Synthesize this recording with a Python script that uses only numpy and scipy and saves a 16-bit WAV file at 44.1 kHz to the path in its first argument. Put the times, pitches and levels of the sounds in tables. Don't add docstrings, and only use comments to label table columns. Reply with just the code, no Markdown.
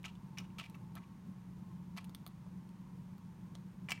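import sys
import numpy as np
from scipy import signal
from scipy.fft import rfft, irfft
from scipy.io import wavfile

SR = 44100
rng = np.random.default_rng(int(sys.argv[2]) if len(sys.argv) > 2 else 0)


def to_wav(s):
    ch = np.atleast_2d(s).T
    pcm = np.round(np.clip(ch, -1, 1) * 32767)
    wavfile.write(sys.argv[1], SR, pcm.astype(np.int16))


N = 176400
TIME = np.arange(N) / SR
FAN_WAVER_HZ = 2.9


def from_db(db):
    return 10 ** (np.asarray(db) / 20)


def rms_one(x):
    return x / np.sqrt(np.mean(x ** 2) + 1e-20)


def at_hz(curve, hz):
    corners_hz, db = np.transpose(curve)
    return np.interp(np.log(hz + 1e-9), np.log(corners_hz), db)


def noise(colour):
    hz = np.arange(N // 2 + 1) * SR / N
    white = rfft(rng.standard_normal(N))
    return rms_one(irfft(white * from_db(at_hz(colour, hz)), N))


def drift(rate_hz, size=1024):
    hz = np.arange(size // 2 + 1) * SR / N
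    slow = irfft(rfft(rng.standard_normal(size)) / (1 + (hz / rate_hz) ** 2), size)
    return np.interp(np.arange(N) * size / N, np.arange(size), rms_one(slow))


def band(x, hz, width_hz):
    r = np.exp(-np.pi * abs(width_hz) / SR)
    rung = signal.lfilter([(1 - r * r) / 2], [1, -2 * r * np.cos(2 * np.pi * hz / SR), r * r], x + 1e-18)
    return np.convolve(rung, [1, 0, -1])[:len(x)]


def low_cut(x, hz):
    return signal.sosfilt(signal.butter(2, hz, "high", fs=SR, output="sos"), x + 1e-12)


def strike(times, levels_db, ratios, modes):
    max_lag_s, spread_db = 0.0005, 2.0
    out, t = np.zeros(N + SR), TIME[:SR // 20]
    hz, db, t60 = np.transpose(modes)[:, :, None]
    for start, level_db, ratio in zip(times, levels_db, ratios):
        lag = max_lag_s * rng.random(hz.shape) * hz / hz.max()
        age = np.maximum(t - lag, 0)
        gain = from_db(level_db + db + spread_db * rng.standard_normal(hz.shape))
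        rings = gain * np.exp(-np.log(1000) * age / t60) * np.sin(2 * np.pi * hz * ratio * age)
        out[int(start * SR):int(start * SR) + len(t)] += rings.sum(axis=0)
    return out[:N]


def fan():
    # (multiple of the blade rate, rms level [dB])
    harmonics = [(3, -79.5), (4, -78), (5, -77), (6, -72), (7, -67.5), (8, -71), (9, -61.5), (10, -63.5),
                 (11, -60.5), (12, -55.5), (13, -65.5), (15, -72)]
    # (frequency [Hz], relative level [dB])
    rumble_colour = [(20, -34), (32, -30), (48, -10), (85, -9), (115, -3), (155, -4.5), (192, 1.5),
                     (215, -5.5), (260, -13), (325, -14.5), (400, -22), (620, -29), (1200, -51)]
    # (frequency [Hz], relative level [dB])
    hiss_colour = [(300, -7), (620, -7.5), (800, 3), (1100, 0), (1400, -2.5), (2100, -6.5), (3300, -11.5),
                   (5000, -15), (6500, -15), (8000, -20.5), (9100, -15), (10300, -24.5), (12500, -20.5),
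                   (16000, -29)]
    blade_hz, waver_db, waver_rad = 15.25, 1, 0.22
    rumble_db, hiss_db, throb_db = -55.5, -71, 1.4
    hum = from_db(rumble_db) * noise(rumble_colour)
    for multiple, db in harmonics:
        phase = 2 * np.pi * (round(multiple) * blade_hz * TIME + rng.random())
        phase += waver_rad * drift(FAN_WAVER_HZ)
        hum += np.sqrt(2) * from_db(db + waver_db * drift(FAN_WAVER_HZ)) * np.sin(phase)
    throb = from_db(throb_db * drift(rate_hz=14))
    return hum * throb + from_db(hiss_db) * noise(hiss_colour)


def whine():
    # (centre [Hz], filter width [Hz], rms level [dB])
    bands = [(902.2, 35.5, -75), (981, 70, -79), (1081, 43, -78.5)]
    waver_db, pitch_swing, period_s, crest_s = 2.5, 0.0282, 0.43, 0.17
    out = np.zeros(N)
    for hz, width_hz, db in bands:
        narrow = band(rng.standard_normal(N), hz, width_hz)
        tone = rms_one(band(narrow, hz, 2 * width_hz))
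        out += from_db(db + waver_db * drift(FAN_WAVER_HZ)) * tone
    speed = 1 + pitch_swing * np.cos(2 * np.pi * (TIME - crest_s) / period_s)
    return np.interp(np.cumsum(speed) % N, np.arange(N), out)


def room(x):
    # (delay [s], level [dB])
    echoes = [(.0017, -15.5), (.0045, -12.5), (.0069, -14.5)]
    t60_s, build_s, tail_db, damping_hz = 0.23, 0.0027, -16, 5970
    t = TIME[:SR // 2]
    tail = rng.standard_normal(len(t)) * np.exp(-np.log(1000) * t / t60_s) * np.minimum(t / build_s, 1)
    tail = signal.sosfilt(signal.butter(1, damping_hz, fs=SR, output="sos"), tail)
    response = from_db(tail_db) * tail / np.linalg.norm(tail)
    for delay, db in echoes:
        response[int(delay * SR)] += from_db(db)
    return x + signal.fftconvolve(x, response)[:N]


def beak_snaps():
    # (time [s], level [dB], thud offset [dB], tip offset [dB], pitch ratio)
    cues = [(0.031, -52.5, -4, 0, 0.88), (.6985, -49, 6, 4.5, .93), (0.7519, -59, 6, 9.5, 0.94),
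            (0.9541, -46.5, 6, 10.5, .94), (2.0439, -47.5, -8, 5, 0.81), (2.0481, -50.5, 0, -1, 0.96),
            (2.095, -49.5, 9, -3, 1.06), (2.1485, -36.5, -7, 1, 1.02), (2.2648, -40.5, 7.5, 4.5, 1.02),
            (2.2758, -52, 8, 14, .98), (2.465, -60, 20, -8, 0.84), (2.6914, -55.5, -11, -6, 0.98),
            (3.1812, -59.5, 9, 8, 1.1), (3.5527, -41, 4, -12, .96), (3.612, -66, -4, -3, .9)]
    # (frequency [Hz], level [dB], t60 [s])
    thud_modes = [(736, -20, 0.02), (1140, -14, 0.017), (1300, -30, .015)]
    body_modes = [(2170, -14.5, 0.011), (3400, -5.5, 0.0063), (4270, -5, .005), (6350, -8.5, 0.0035),
                  (8950, -6.5, 0.0026)]
    tip_modes = [(11350, -10.5, 0.0035), (12900, -7, .003), (14600, -9, 0.003)]
    times, db, thud_db, tip_db, ratios = np.transpose(cues)
    thud = low_cut(strike(times, db + thud_db, ratios, thud_modes), hz=403)
    body = low_cut(strike(times, db, ratios, body_modes), hz=2000)
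    tip = low_cut(strike(times, db + tip_db, ratios, tip_modes), hz=8000)
    return thud + body + tip


def seed_rattles():
    # (time [s], length [s], level [dB], dull rub [dB], crisp edge [dB], colour shift [ratio])
    cues = [(.044, 0.02, -48, -2, -3, 1.13), (0.079, 0.02, -61.5, -8, -5, 1.15),
            (.374, .009, -54, 3.5, 0, 1.02), (.384, 0.0047, -53, -3, 4, 1.02),
            (0.395, 0.012, -58, 5, 1, 1.1), (0.441, 0.0094, -70, 10, -2, 1.2),
            (0.584, 0.017, -48.5, 0.5, -3, 1.12), (0.606, 0.0071, -50, -2, -3, 0.98),
            (0.623, 0.04, -59, -6, -2, 1.06), (0.742, 0.012, -67, 12, -5, 0.99),
            (0.959, .012, -54, 5.5, -9, 0.97), (0.974, 0.0084, -57.5, 1, -1.5, 1.03),
            (1.014, 0.027, -68, -9, -13, 0.92), (1.963, 0.0062, -57, 4, 8, 0.97),
            (1.972, 0.011, -49, 1.5, 4, 0.97), (1.995, .018, -68.5, 5, 2, 1.1),
            (3.545, 0.003, -63, -6, 2, 1.5), (3.886, 0.014, -49, -1, 5.5, 0.33),
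            (3.902, 0.01, -46, -3, 7, 0.97), (3.916, 0.0053, -37.5, -9, -10, 0),
            (3.941, .02, -64, -8, 0, 1.15)]
    # (frequency [Hz], relative level [dB])
    seed_colour = [(600, -14.5), (740, 5), (900, -5), (1150, 3.5), (1600, -15.5), (2300, 8), (2900, -2.5),
                   (3800, -7.5), (5600, -13), (8000, -19.5), (10000, -24.5), (12000, -21), (16000, -31)]
    contacts_per_s, spread_db, t60_cycles = 5000, 5.5, 24.6
    attack_s, release_s = 0.002, 0.0043
    dull_below_hz, crisp_above_hz = 1700, 4300
    pitches = np.geomspace(600, 15000, 22)
    t = TIME[:SR // 10]
    shape = (len(pitches), len(t))
    clicks = np.zeros((len(pitches), N + len(t)))
    for start, length, db, dull_db, crisp_db, shift in cues:
        colour = from_db(at_hz(seed_colour, pitches / abs(shift))) * np.sqrt(pitches)
        colour /= np.linalg.norm(colour)
        shelves_db = dull_db * (pitches < dull_below_hz) + crisp_db * (pitches > crisp_above_hz)
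        gain = colour * from_db(db + shelves_db)
        push = np.minimum(t / attack_s, 1) * np.exp(-np.maximum(t - length, 0) / release_s)
        sizes = from_db(spread_db * np.minimum(rng.exponential(1, shape), 3))
        polarity = rng.choice([-1, 1], shape)
        hits = (rng.random(shape) < contacts_per_s / len(pitches) / SR) * sizes * polarity * push
        hits *= np.sqrt(len(pitches) * np.sum(push ** 2) / (np.sum(hits ** 2) + 1e-12))
        clicks[:, int(start * SR):int(start * SR) + len(t)] += gain[:, None] * hits
    out = np.zeros(N)
    for train, hz in zip(clicks[:, :N], pitches):
        width_hz = hz * np.log(1000) / (np.pi * t60_cycles)
        makeup_gain = np.sqrt(SR / (np.pi * width_hz))
        out += makeup_gain * band(train, hz, width_hz)
    return low_cut(out, hz=500)


def bowl_knocks():
    # (time [s], level [dB], husk offset [dB], pitch ratio)
    cues = [(.0420, -38.5, -12, 0.98), (0.051, -47, -5, 1.06), (.0570, -39, 3, 1.19),
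            (0.0908, -53, -3, 1.13), (.1530, -56, 0, 1.34), (0.373, -46.5, -2, 0.95),
            (0.3843, -36.5, 9, 1.1), (.4069, -54, 3, 1.1), (.5023, -62, -3, 1.03), (0.584, -43, 3, 1.05),
            (.5876, -47, 1, 1.06), (0.5892, -42.5, 0, 1.2), (.6547, -52, -5, 1), (0.7467, -48, -8, 1.02),
            (1.974, -47, 10, 0.89), (1.9855, -50, -3, 1), (3.8871, -34, -10, 0.91), (3.8955, -42, 6, 1.1),
            (3.906, -38, 13, 1.1), (3.9103, -37, -4, 1.03), (3.9189, -21, -4, 1.03),
            (3.9762, -48, -8, 0.89)]
    # (frequency [Hz], level [dB], t60 [s])
    bowl_modes = [(740, -35, 0.026), (1138, -26, 0.031), (1270, -37, 0.029), (1600, -32, .025),
                  (2032, -15.5, 0.028), (2230, -11, 0.038), (2450, -17, 0.0096), (2610, -6.5, 0.022),
                  (2955, -12.5, 0.016), (3270, -12, .008)]
    husk_modes = [(4240, -17, 0.0088), (4900, -19, 0.018), (5040, -30, .02), (5440, -17.5, 0.023),
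                  (6260, -18, 0.01), (6850, -22, 0.0034), (7900, -18.5, 0.008), (9100, -24, .004),
                  (11100, -19, .004), (14300, -25, .003)]
    times, db, husk_db, ratios = np.transpose(cues)
    bowl = low_cut(strike(times, db, ratios, bowl_modes), hz=637)
    husks = low_cut(strike(times, db + husk_db, ratios, husk_modes), hz=3540)
    return bowl + husks


def scene():
    feeding = seed_rattles() + bowl_knocks() + beak_snaps()
    return (room(feeding) + fan() + whine())[None]


def record(dry):
    return signal.sosfilt(signal.ellip(10, .1, 70, 16000, fs=SR, output="sos"), dry)


dry = scene()
out = record(dry)
to_wav(out)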